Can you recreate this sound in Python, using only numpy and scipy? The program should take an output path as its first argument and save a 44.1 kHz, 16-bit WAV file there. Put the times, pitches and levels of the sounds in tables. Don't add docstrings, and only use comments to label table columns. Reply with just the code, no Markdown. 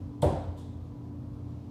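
import sys
import numpy as np
from scipy import signal
from scipy.fft import rfft, irfft
from scipy.io import wavfile

SR = 44100
rng = np.random.default_rng(int(sys.argv[2]) if len(sys.argv) > 2 else 0)


def gain_from_decibels(decibels):
    exponent = np.asarray(decibels, float) / 20
    return 10 ** exponent


def int16_out(signal):
    q = np.round(np.clip(np.atleast_2d(signal).T, -1, 1) * 32767)
    wavfile.write(sys.argv[1], SR, q.astype(np.int16))


N = 74970
T = np.arange(N) / SR

HIT_S = 0.2185
LAG_CYCLES = 2.5
# frequency in Hz, t60 in s.
ROOM_DECAY = [(150, 0.8), (700, 0.74), (1500, 0.94), (3500, 0.83), (5500, 0.78), (10300, 0.48),
              (11500, 0.25)]


def rms_one(x):
    return x / np.sqrt(np.mean(x ** 2) + 1e-20)


def at_hz(points, hz):
    table_hz, value = np.transpose(points)
    return np.interp(np.log(hz), np.log(table_hz), value)


def drift(rate):
    r = np.exp(-80 * np.pi * rate / SR)
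    slow = signal.lfilter([1], [1, -2 * r, r * r], rng.standard_normal(N // 40 + 2002))[2000:]
    return np.interp(np.arange(N) / 40, np.arange(len(slow)), rms_one(slow))


def blow(start, rise, t60):
    t = np.maximum(T - start, 0)
    swell = (1 - np.exp(-t / max(rise, 1e-4))) ** 2
    return swell * gain_from_decibels(-60 * t / max(t60, 0.005))


def resonant_noise(hz, width):
    r = np.exp(-np.pi * width / SR)
    section = [1, 0, -1, 1, -2 * r * np.cos(2 * np.pi * hz / SR), r * r]
    return rms_one(signal.sosfilt([section] * 2, rng.standard_normal(N + 9000))[9000:])


def coloured(spectrum, db, envelope):
    size = N + 9000
    bins_hz = np.arange(1, size // 2 + 2) * SR / size
    noise = irfft(rfft(rng.standard_normal((2, size))) * gain_from_decibels(at_hz(spectrum, bins_hz)), size)
    level = gain_from_decibels(db) / np.sqrt(np.mean(noise ** 2))
    edges = 26 * 2 ** np.arange(0, 9.4, 1 / 3)
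    out = np.zeros(N)
    for k, (lo, hi) in enumerate(zip(edges, edges[1:])):
        band = signal.butter(2, [lo, hi], "band", fs=SR, output="sos")
        out += signal.sosfilt(band, noise[k % 2])[-N:] * envelope(np.sqrt(lo * hi))
    return level * out


def tip():
    # delay after the hit in s, centre in Hz, width in Hz, level in dB, t60 in s.
    crunch = [(0.00054, 8560, 2500, -44.5, 0.095), (0.0043, 3370, 410, -40.5, 0.044),
              (0.005, 4230, 350, -47, 0.044), (.0005, 15400, 2200, -51, 0.046),
              (.0002, 5500, 3700, -56, 0.038)]
    out = np.zeros(N)
    for lag, hz, width, db, t60 in crunch:
        out += gain_from_decibels(db) * resonant_noise(hz, width) * blow(HIT_S + lag, 0.0004, t60)
    return out


def snaps():
    # start in s, level in dB, centre in Hz, width in Hz.
    clicks = [(.2194, -40, 9000, 9000), (.2228, -31, 3500, 1510), (.2234, -31, 11000, 9000),
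              (0.2292, -37, 3570, 2000), (0.233, -31, 8000, 6000), (0.2337, -34, 3450, 1200),
              (0.2233, -40, 2150, 300), (.5672, -62, 3500, 300), (.5755, -56, 9000, 8000),
              (.5765, -55, 4200, 4000), (.5853, -57, 8000, 6000), (.5962, -59, 5000, 5000)]
    out = np.zeros(N)
    for start, db, hz, width in clicks:
        t = np.maximum(T - start, 0)
        out += gain_from_decibels(db) * np.sin(2 * np.pi * hz * t) * np.exp(-np.pi * width * t)
    return out


def board():
    # frequency in Hz, level in dB, t60 in s.
    modes = [(226, -28, 0.33), (312, -29, 0.45), (357.7, -25, 0.13), (375, -25.5, 0.37), (473, -31, 0.18),
             (517.6, -31, 0.52), (560, -38, 0.76), (595, -22, 0.21), (603.9, -28, 0.34), (642, -39, 0.4),
             (645, -27.5, 0.2), (790, -36.5, 0.37), (911, -28, 0.11), (951, -36, 0.22)]
    out = np.zeros(N)
    for hz, db, t60 in modes:
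        tone = np.sin(2 * np.pi * hz * T + rng.uniform(0, 2 * np.pi))
        start = HIT_S + 0.002 + LAG_CYCLES / hz
        out += gain_from_decibels(db) * tone * blow(start, 2 / hz, t60)
    return out


def wall():
    # delay after the hit in s, frequency in Hz, level in dB, rise in s, t60 in s.
    late_modes = [(0.0071, 143, -13.5, 0.0023, 0.08), (0.0323, 85.4, -11, 0.0053, 0.14),
                  (0.0393, 55, -28.5, 0.029, 0.55), (0.056, 125, -22.5, 0.0044, 0.12),
                  (0.099, 150, -16.5, 0.0095, 0.099), (0.13, 88, -23, 0.016, 0.23),
                  (.14, 670, -32, 0.012, 0.19), (0.1, 420, -41, 0.011, 0.14),
                  (0.065, 760, -34, 0.0042, 0.072), (.035, 695, -20, 0.0091, 0.13),
                  (.04, 975, -31.5, 0.0062, 0.092), (.085, 915, -31, 0.013, 0.21),
                  (.145, 535, -27, .012, 0.12), (.012, 460, -28.5, 0.0038, 0.18),
                  (.02, 740, -30, 0.0095, 0.15), (.11, 205, -31.5, 0.0093, 0.122),
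                  (.188, 740, -29, 0.0045, 0.082), (.1, 780, -34.5, .01, 0.24),
                  (0.00296, 895, -34, 0.0027, 0.11), (0.00601, 680, -24, .004, .08),
                  (0.164, 610, -31, 0.011, 0.086), (.085, 590, -30, .008, 0.11),
                  (.021, 495, -19, 0.0036, .09), (.028, 850, -31.5, .006, 0.13),
                  (0.121, 890, -34.5, .01, 0.13), (.155, 720, -29, 0.0093, 0.1)]
    out = np.zeros(N)
    for lag, hz, db, rise, t60 in late_modes:
        start = HIT_S + lag
        out += gain_from_decibels(db) * np.sin(2 * np.pi * hz * (T - start)) * blow(start, rise, t60)
    return out


def room_tail():
    # frequency in Hz, level in dB per Hz.
    thud = [(40, -40), (90, -28), (250, -22.5), (600, -16.5), (980, -26), (1150, -35), (2200, -48),
            (3000, -57)]
    # frequency in Hz, level in dB per Hz.
    splash = [(1500, -7), (2700, -4.5), (3450, 1), (4500, -7), (6500, -17.5), (7800, -7.5), (10100, -9),
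              (10900, -24)]

    def dull_decay(hz):
        return blow(HIT_S + LAG_CYCLES / hz, 0.0044, at_hz(ROOM_DECAY, hz))

    def bright_decay(hz):
        return blow(HIT_S, 0.0019, at_hz(ROOM_DECAY, hz))

    return coloured(thud, -26.5, dull_decay) + coloured(splash, -48, bright_decay)


def thin_whistle():
    # start in s, end in s, centre in Hz, width in Hz, level in dB.
    whistle = (0, 1.18, 993, 28, -69)
    start, end, hz, width, db = whistle
    gate = np.clip(np.minimum(T - start, end - T) / 0.01, 0, 1)
    return gain_from_decibels(db) * gate * resonant_noise(hz, width)


def clinks():
    # start in s, level in dB.
    touches = [
        (.567, -72),
        (0.574, -66.5),
        (0.584, -74),
        (.8454, -83),
    ]
    # frequency in Hz, level in dB per Hz.
    clink_colour = [(1500, -28), (2900, -8), (3500, -1), (4300, -8), (5800, -10.5), (7600, -8.5),
                    (10500, -12.5), (15500, -19)]
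    rise_s = 0.00074

    def wash_envelope(hz):
        t60 = 0.95 * at_hz(ROOM_DECAY, hz)
        return sum(gain_from_decibels(db) * blow(start, rise_s, t60) for start, db in touches)

    wash = coloured(clink_colour, 0, wash_envelope)
    ring = sum(gain_from_decibels(db - 8) * blow(start, rise_s, 0.88) for start, db in touches)
    return wash + ring * resonant_noise(3550, 420)


def steps():
    # start in s, level in dB, pitch in Hz, t60 in s.
    shifts = [
        (0.469, -24.5, 83.6, 0.2),
        (1.563, -56.5, 441.6, 0.45),
    ]
    out = np.zeros(N)
    for start, db, hz, t60 in shifts:
        out += gain_from_decibels(db) * np.sin(2 * np.pi * hz * (T - start)) * blow(start, 0.0053, t60)
    return out


def sleeve():
    # time in s, level in dB.
    rustle = [(0, -71.5), (.2, -77), (1.2, -77.5), (1.55, -73), (1.7, -73)]
    band = signal.butter(2, [490, 4760], "band", fs=SR, output="sos")
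    cloth = rms_one(signal.sosfilt(band, rng.standard_normal(N)))
    return gain_from_decibels(np.interp(T, *np.transpose(rustle)) + drift(15)) * cloth


def hum():
    # frequency in Hz, level in dB rms, unsteadiness in dB.
    motor = [(120.2, -47, 2), (240.8, -53, 2), (289.8, -49.5, 2.0), (484, -69, 1.9), (563, -75.5, -4.5)]
    # centre in Hz, width in Hz, level in dB.
    duct = [(87.74, 10.4, -45), (55.8, 9.3, -54.5), (184, 80, -61.5)]
    # frequency in Hz, level in dB per Hz.
    air = [(30, -19), (85, 0), (130, 2), (280, -6), (320, -9), (1050, -24.5), (1450, -34.5), (3500, -56)]
    out = coloured(air, -46.5, lambda hz: gain_from_decibels(1.4 * drift(2.8)))
    for hz, db, wobble_db in motor:
        tone = np.sqrt(2) * np.sin(2 * np.pi * hz * T + rng.uniform(0, 2 * np.pi))
        out += gain_from_decibels(db + wobble_db * drift(2.76)) * tone
    for hz, width, db in duct:
        out += gain_from_decibels(db) * resonant_noise(hz, width)
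    return out


def hiss():
    # frequency in Hz, level in dB per Hz.
    hiss_colour = [(1000, -6), (2500, 0), (4000, -1), (6500, -5), (9000, -12), (12000, -15), (15000, -16),
                   (15800, -22)]
    return coloured(hiss_colour, -77, lambda hz: 1)


def scene():
    impact = tip() + snaps() + board() + wall() + room_tail()
    thrower = thin_whistle() + clinks() + steps() + sleeve()
    return (impact + thrower + hum() + hiss())[None]


def roll_off(x):
    return signal.sosfilt(signal.butter(12, 16420, fs=SR, output="sos"), x)


def record(dry):
    faded = dry * np.minimum(T / 0.004, 1)
    top_cut = signal.cheby2(16, 60, 16100, fs=SR, output="sos")
    low_cut = signal.butter(4, 45, "high", fs=SR, output="sos")
    return roll_off(signal.sosfilt(low_cut, signal.sosfilt(top_cut, faded)))


dry = scene()
out = record(dry)
int16_out(out)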